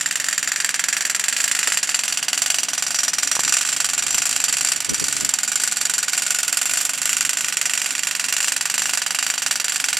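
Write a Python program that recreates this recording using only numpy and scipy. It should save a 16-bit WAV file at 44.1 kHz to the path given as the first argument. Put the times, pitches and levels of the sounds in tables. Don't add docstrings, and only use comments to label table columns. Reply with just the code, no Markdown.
import sys
import numpy as np
from scipy import signal
from scipy.fft import rfft, irfft, next_fast_len
from scipy.io import wavfile
from scipy.ndimage import uniform_filter1d

SR = 44100
rng = np.random.default_rng(int(sys.argv[2]) if len(sys.argv) > 2 else 0)


def master(y):
    cut = np.clip(np.atleast_2d(y).T, -1, 1)
    pcm = np.round(cut * 32767)
    wavfile.write(sys.argv[1], SR, pcm.astype(np.int16))


def undo_db(level):
    steps = np.asarray(level, float) / 20
    return 10 ** steps


N = 440559
T = np.arange(N) / SR
SAME_CRACK = 0.8

# frequency in Hz, relative level in dB.
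CRACK_SPECTRUM = [(300, -64), (700, -11), (1100, -18.5), (2500, -3.5), (3600, -6.5), (6500, -3), (8000, 1),
                  (11000, -15), (16000, -14)]


def colour(x, points):
    size = next_fast_len(N)
    hz, db = np.transpose(points)
    curve = np.interp(np.log(np.fft.rfftfreq(size, 1 / SR) + 1), np.log(hz), db)
    return irfft(rfft(x, size) * undo_db(curve), size)[..., :N]


def resonate(x, hz, width):
    turn = np.exp(2j * np.pi * np.cumsum(hz * np.ones(N)) / SR)
    r = np.exp(-np.pi * width / SR)
    smooth = signal.lfilter([1 - r], [1, -r], x / turn)
    return 2 * (turn * smooth).real


def clicks(s, db):
    at = np.clip((s * SR).astype(int), 0, N - 1)
    return np.bincount(at, undo_db(db) ** 2, N)


def burst(power, rise_ms, fall_ms, same):
    renewals = 12
    ms = np.arange(SR // 12) * 1000 / SR
    shape = np.minimum(ms / rise_ms, 1) * np.exp(-ms / (2 * fall_ms))
    habits = rng.standard_normal((renewals + 1, len(ms))) * shape
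    repeated = np.zeros(N + len(ms))
    for at in np.flatnonzero(power):
        k, part = divmod(at / N * renewals, 1)
        angle = part * np.pi / 2
        blend = np.cos(angle) * habits[int(k)] + np.sin(angle) * habits[int(k) + 1]
        repeated[at:at + len(ms)] += np.sqrt(power[at]) * blend
    envelope = np.sqrt(abs(signal.oaconvolve(power, shape ** 2)[:N]))
    fresh = envelope * rng.standard_normal(N)
    same = np.clip(same, 0, 1)
    return same * repeated[:N] + np.sqrt(1 - same ** 2) * fresh


def wobble(ms):
    width = int(ms * SR / 1000)
    x = uniform_filter1d(uniform_filter1d(rng.standard_normal(N), width), width)
    return x / x.std()


def swell(s, spread):
    return np.exp(-((T - s) / spread) ** 2)


def hammers():
    # time in seconds, relative level in dB.
    hard_blows = [(0.0092, -14.5), (0.059, -13.5), (0.1098, -13.5), (0.1553, -14), (0.1988, -15.5),
                  (0.2417, -15.5), (0.2846, -15), (0.327, -13.5), (0.3783, -13), (0.4274, -14),
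                  (0.4742, -14), (0.5173, -14), (0.5594, -12.5), (0.6008, -12.5), (0.645, -12),
                  (0.6903, -13), (0.7414, -10.5), (0.7932, -14), (0.839, -13), (0.8841, -12.5),
                  (0.9266, -12.5), (0.9663, -13.5), (1.0069, -13), (1.0508, -14), (1.0972, -12.5),
                  (1.147, -12.5), (1.1949, -13), (1.2391, -12), (1.282, -12), (1.3252, -14.5),
                  (1.3643, -12.5), (1.4017, -11.5), (1.4396, -11.5), (1.4773, -12.5), (1.5128, -12.5),
                  (1.5492, -12.5), (1.589, -11.5), (1.629, -10), (1.6729, -8), (1.72, -10.5), (1.7718, -10),
                  (1.8291, -11.5), (1.891, -10), (1.9436, -9), (1.9904, -11.5), (2.0349, -13),
                  (2.079, -12.5), (2.1235, -12.5), (2.1721, -12.5), (2.2268, -13), (2.282, -10.5),
                  (2.33, -10), (2.3757, -11), (2.4184, -10.5), (2.46, -11), (2.501, -10), (2.5427, -10),
                  (2.5844, -10), (2.6316, -12), (2.6846, -12.5), (2.7325, -12.5), (2.7782, -12),
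                  (2.823, -11), (2.8649, -13), (2.9058, -14), (2.9446, -12.5), (2.9868, -11.5),
                  (3.0324, -12), (3.08, -11.5), (3.1329, -11.5), (3.183, -10.5), (3.2304, -11.5),
                  (3.273, -13.5), (3.314, -13.5), (3.351, -13), (3.393, -15), (3.4338, -13), (3.478, -11.5),
                  (3.523, -8), (3.5676, -10), (3.61, -11), (3.6496, -12.5), (3.688, -11.5), (3.727, -14),
                  (3.7635, -14), (3.8017, -10.5), (3.844, -11.5), (3.8881, -13.5), (3.9334, -13),
                  (3.978, -13.5), (4.023, -13.5), (4.0648, -12.5), (4.1055, -14.5), (4.1439, -12),
                  (4.1803, -9.5), (4.218, -12.5), (4.254, -12), (4.292, -14), (4.327, -12.5),
                  (4.362, -10.5), (4.4006, -11.5), (4.439, -8.5), (4.482, -11), (4.5253, -11.5),
                  (4.5681, -11.5), (4.6085, -11.5), (4.6468, -10.5), (4.686, -12.0), (4.718, -8.5),
                  (4.76, -13.5), (4.803, -14.5), (4.8455, -14.5), (4.8924, -12.5), (4.9433, -11),
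                  (4.9959, -12), (5.04, -11.5), (5.0825, -11.5), (5.125, -13), (5.1657, -11.5),
                  (5.2068, -13), (5.247, -10.5), (5.29, -10.5), (5.337, -10.5), (5.386, -11), (5.4315, -12),
                  (5.4769, -11.5), (5.5167, -11.5), (5.556, -12), (5.598, -12.5), (5.6356, -9.5),
                  (5.6746, -11.5), (5.7208, -12.5), (5.768, -12.5), (5.8118, -11), (5.852, -12),
                  (5.8958, -13), (5.9364, -13), (5.98, -13), (6.0279, -11), (6.0809, -10.5), (6.132, -9.5),
                  (6.176, -9), (6.2201, -11.5), (6.2633, -12), (6.3045, -9.5), (6.3454, -11),
                  (6.3859, -10.5), (6.4304, -11.5), (6.4788, -11), (6.526, -9.5), (6.5704, -10),
                  (6.6138, -12), (6.655, -12), (6.6943, -11.5), (6.7347, -11), (6.7713, -11), (6.8091, -11),
                  (6.8504, -12), (6.892, -13), (6.9339, -14.5), (6.976, -17), (7.016, -14.5), (7.0549, -10),
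                  (7.0922, -11), (7.129, -12.5), (7.167, -11), (7.207, -10.5), (7.249, -11.5),
                  (7.2919, -10.5), (7.3306, -15.5), (7.3703, -13.5), (7.407, -15), (7.444, -13.5),
                  (7.4827, -14), (7.5238, -13.5), (7.5694, -11.5), (7.6126, -12.5), (7.6547, -13.5),
                  (7.6951, -13.5), (7.7346, -13.5), (7.775, -12.5), (7.8162, -13.5), (7.8594, -13.5),
                  (7.906, -14), (7.9507, -15), (7.9916, -15.5), (8.0325, -14), (8.0699, -13), (8.11, -15),
                  (8.15, -14.5), (8.1953, -12.5), (8.2406, -14), (8.284, -14.5), (8.3244, -11.5),
                  (8.3649, -12.5), (8.403, -12.5), (8.4437, -13.5), (8.481, -12), (8.5197, -12),
                  (8.563, -12), (8.609, -12.5), (8.6545, -13.5), (8.6983, -12.5), (8.7402, -14),
                  (8.7789, -12), (8.819, -13), (8.856, -12), (8.893, -12.5), (8.9342, -11.5),
                  (8.9732, -11.5), (9.0175, -13), (9.0626, -13), (9.1061, -13.5), (9.1464, -14),
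                  (9.187, -11), (9.226, -12), (9.2649, -13), (9.3, -12.5), (9.3384, -16.5), (9.3779, -13),
                  (9.4195, -14.5), (9.4622, -11.5), (9.5095, -11.5), (9.5557, -13.5), (9.5985, -15.5),
                  (9.643, -18.5), (9.6814, -14.5), (9.7207, -14), (9.7586, -13.5), (9.7994, -13.5),
                  (9.8406, -10.5), (9.8851, -10.5), (9.9285, -10.5), (9.9686, -12)]
    # frequency in Hz, relative level in dB.
    rattle_spectrum = [(300, -33), (700, -8.5), (1100, -34), (1600, -4.5), (2800, -7.5), (3600, -19.5),
                       (7400, -1), (10000, -15), (16000, -53)]
    s, blow_db = np.transpose(hard_blows)
    slow_s, slow_db = slow_blows(s)
    s = s + rng.uniform(-1, 1, len(s)) / 20000
    slow_s = slow_s + rng.uniform(-1, 1, len(slow_s)) / 2000
    hard, slow = clicks(s, blow_db), clicks(slow_s, slow_db)

    echoes = truck_echoes(s, blow_db)
    crack = burst(hard, 1.35, 2.72, SAME_CRACK) + undo_db(-3.5) * burst(slow, 0.34, 2.14, SAME_CRACK)
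    hard_rattle = undo_db(-9.0) * burst(hard, 2.25, 11.8, 0.6)
    slow_rattle = undo_db(-4.5) * burst(slow, 1.8, 8.6, 0.6)
    chatter = undo_db(0.97 * wobble(1.1))
    rattle = chatter * (hard_rattle + slow_rattle)
    push = undo_db(22) * np.roll(np.sqrt(hard), int(1.2 * SR / 1000))
    push = uniform_filter1d(push, size=5)
    struck = colour(crack + echoes, CRACK_SPECTRUM) + colour(rattle, rattle_spectrum)
    return undo_db(2.0) * struck + ringing_steel(push, echoes, crack, rattle)


def slow_blows(hard_s):
    # time in seconds, how early in ms, relative level in dB.
    drift = [(0, 2.5, -25.5), (0.451, 7.5, -20.5), (0.851, 17.5, -18), (1.148, 15.5, -21),
             (1.65, 11.5, -17.5), (1.901, 22, -18.5), (2.35, 17, -30), (2.599, 28, -31), (2.918, 17, -21),
             (3.5, 24.5, -12.5), (4.002, 25, -17.5), (4.251, 19.5, -14.5), (4.601, 15.5, -15),
             (4.851, 24.5, -14), (5.299, 33, -23.5), (5.598, 18, -18.5), (5.9, 10, -15.5),
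             (6.201, 11.5, -24), (6.449, 22.5, -27), (6.699, 8, -16.5), (7.1, 6, -16), (7.381, 11, -22),
             (7.699, 5.5, -17.5), (8.12, 1, -19.5), (8.349, 7, -14.5), (8.801, 0, -18), (9.3, 0.5, -22),
             (9.65, 7.5, -14), (9.799, -9.5, -19), (9.99, -1, -28)]
    period_s, uneven_db = 0.0451, 2.5
    yield_db, yield_ms = -10.5, 4.1
    at, early_ms, db = np.transpose(drift)
    beat = np.arange(0, N / SR, period_s)
    s = beat - np.interp(beat, at, early_ms) / 1000
    next_hard = np.minimum(np.searchsorted(hard_s, s), len(hard_s) - 1)
    ahead_ms = 1000 * (hard_s[next_hard] - s)
    weak_db = yield_db * np.exp(-(ahead_ms / yield_ms) ** 2)
    chance_db = uneven_db * rng.standard_normal(len(beat))
    return s, np.interp(beat, at, db) + chance_db + weak_db


def truck_echoes(s, blow_db):
    # delay after the blow in ms, level against the blow in dB.
    returns = [(7, -19), (15, -8), (20, -11.5)]
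    chance_db = 2.0 * rng.standard_normal((len(s), len(returns)))
    echoes = np.zeros(N)
    for k, (ms, db) in enumerate(returns):
        delayed = clicks(s + ms / 1000, db + blow_db + chance_db[:, k])
        echoes += burst(delayed, 0.31, 3.0, SAME_CRACK)
    return echoes


def ringing_steel(push, echoes, crack, rattle):
    mode_hz = [730, 1200, 1465, 1760, 2100, 2450, 2760, 3150, 4150, 4625, 5200, 5838, 7120, 7345, 7500,
               7800, 9300, 10880, 12220, 13500]
    # width in Hz, level in dB over the nearest region.
    mode_shape = [(327, 28.5), (113, 25.5), (84, 37.5), (403, 34), (162, 9), (162, 25), (296, 33), (79, 19),
                  (185.19, 23.5), (101, 41), (255, 30.5), (51.7, 47), (78.6, 37), (57, 43), (108, 29.5),
                  (231.48, 11.5), (282, 20), (205.2, 33), (89, 35.5), (120, 17)]
    region_hz = [1800, 1200, 1460, 2750, 4620, 5840, 7300, 12200]
    # relative level in dB
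    # at first, the same at last, swell in dB, its time in seconds, its spread in seconds.
    region_levels = [(-44, -38, 20, 0.76, 1.74), (-30.5, -30.5, -55, 0.55, 0.89),
                     (-38.5, -47, 13, 7.86, 5.7), (-39, -30.5, -33, 5.35, 0.51),
                     (-37.5, -33, -5, 7.37, 1.1), (-39, -36.5, 9.5, 3.02, 0.37),
                     (-28.5, -31.5, 4.5, 6.6, 1.14), (-61, -41, 13, 6.77, 0.54)]
    # frequency in Hz, gain in dB.
    ring_tone = [(250, -28.5), (1300, 2.5), (9000, -3), (16000, -5)]
    regions_db = [first + (last - first) * T / T[-1] + db * swell(at, spread)
                  for first, last, db, at, spread in region_levels]
    strain = 1 + 0.0029 * wobble(70)
    rings = np.zeros(N)
    for hz, (width, db) in zip(mode_hz, mode_shape):
        nearest = np.argmin(abs(np.log(hz / np.array(region_hz))))
        low = 1 / (1 + (hz / 3000) ** 2)
        drive = low * (push + undo_db(-6.5) * echoes) + (1 - low) * (undo_db(4.5) * crack + rattle)
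        level_db = db + regions_db[nearest] + 1.17 * wobble(27)
        rings += resonate(undo_db(level_db) * drive, hz * strain, width)
    return colour(rings, ring_tone)


def knocks():
    # time in seconds, relative level in dB, pitch in Hz.
    truck_knocks = [(1.681, -19, 494), (3.3668, -12.5, 900), (3.393, -13.5, 1020)]
    s, db, _ = np.transpose(truck_knocks)
    out = colour(burst(clicks(s, db + 4), 0.3, 0.67, 0), CRACK_SPECTRUM)
    for at, level_db, hz in truck_knocks:
        push = clicks(np.array([at]), [0])
        for _ in range(2):
            push = resonate(push, hz, 1.2 * hz)
        out += undo_db(level_db + 24.0) * push
    return out


def engine():
    # multiple of the firing rate, tone level in dB (rms, at the start).
    orders = [(2, -75), (3, -71), (4, -72), (5, -66.5), (6, -64.5), (7, -62.5), (8, -63.5), (9, -65),
              (10, -60.5), (11, -61.5), (13, -67.5), (15, -84)]
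    # frequency in Hz, relative level in dB.
    rumble_spectrum = [(30, -34), (100, -24), (250, -5), (400, -2), (800, 1), (3000, 7), (16000, -24)]
    firing_hz, fade_db_per_s, rumble_db = 25.69, -0.04, -40
    turns = np.cumsum(firing_hz * (1 + 0.00339 * wobble(280))) / SR
    tones = np.zeros(N)
    for k, db in orders:
        level = np.sqrt(2) * undo_db(db + 3.3 * wobble(37))
        tones += level * np.sin(2 * np.pi * (k * turns + rng.random()))
    throb = 1 + 0.062 * np.cos(2 * np.pi * turns)
    rumble = colour(throb * rng.standard_normal(N), rumble_spectrum)
    return undo_db(fade_db_per_s * T) * (tones + undo_db(rumble_db) * rumble / rumble.std())


def wind():
    # time in seconds, relative peak level in dB, spread in seconds.
    gusts = [(.46, -58, .08), (3.3, -52, .06), (3.46, -36.5, 0.061), (3.8, -44, 0.23), (4.06, -39, .04),
             (4.16, -37, 0.064), (4.38, -39, 0.065), (4.52, -42, .06), (4.72, -35.5, 0.087),
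             (4.92, -29, 0.038), (5.02, -32, 0.034), (5.12, -40, .1), (5.22, -33, 0.085), (5.68, -50, 0.17),
             (6.04, -50, 0.051), (6.78, -41.5, 0.11), (7.17, -39.5, 0.12), (7.46, -42, .04),
             (9.46, -57, .12), (9.98, -56, .1)]
    # frequency in Hz, relative level in dB.
    low_spectrum = [(20, -24), (40, -4), (70, 3), (110, 0.5), (150, -3), (300, -13), (600, -32),
                    (1200, -36)]
    # frequency in Hz, relative level in dB.
    roar_spectrum = [(60, -14), (250, -1.5), (420, -6.5), (700, -20), (1200, -24), (3000, -45)]
    calm_db = -62.5
    strength = undo_db(calm_db) + sum(undo_db(db) * swell(s, spread) for s, db, spread in gusts)
    gust_db = 20 * np.log10(strength)
    noise = undo_db(5.0 * wobble(14.0)) * rng.standard_normal((2, 2, N))
    low = undo_db(gust_db + 14.0) * colour(noise[0], low_spectrum)
    roar = undo_db(1.5 * gust_db + 32.5) * colour(noise[1], roar_spectrum)
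    apart, alike = low + roar
    return np.array([apart + 0.22 * alike, -apart + 0.5 * alike])


def scene():
    # time in seconds, left minus right in dB.
    turning = [(0, 0), (4, -0.24), (7.3, -0.5), (8.1, -1.1), (9.99, -1)]
    # frequency in Hz, left minus right in dB.
    port_difference = [(60, -1.5), (87, -2.0), (130, -3), (180, -3.0), (260, -3.0), (380, -1), (550, -3.5),
                       (790, -2.5), (1140, -3.0), (1650, -2.5), (2380, -2), (3440, -5), (4970, -1),
                       (7180, -0.5), (10400, -6.5), (15000, 1.5)]
    # frequency in Hz, gain in dB.
    scatter = [(300, -8), (1500, -20), (4000, -19), (8000, -12), (15000, -7)]
    ahead = hammers() + knocks() + engine()
    pan_db = np.interp(T, *np.transpose(turning))
    scattered = colour(ahead, scatter) * np.array([wobble(2.7), wobble(3.4)])
    ports = np.array([colour(ahead, np.multiply(port_difference, [1, half])) for half in (0.5, -0.5)])
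    return (ports + scattered) * undo_db([pan_db / 2, -pan_db / 2]) + wind()


def roll_off(x):
    return signal.sosfilt(signal.butter(12, 16460, fs=SR, output="sos"), x)


def record(dry):
    # frequency in Hz, gain in dB.
    microphone = [(20, -20), (60, -9), (150, 0), (12500, 1), (15000, -12), (15900, -13.5), (16400, -50)]
    heard = colour(dry, microphone)
    mix = 1.157 * np.tanh(heard / 1.045)
    return roll_off(mix)


dry = scene()
out = record(dry)
master(out)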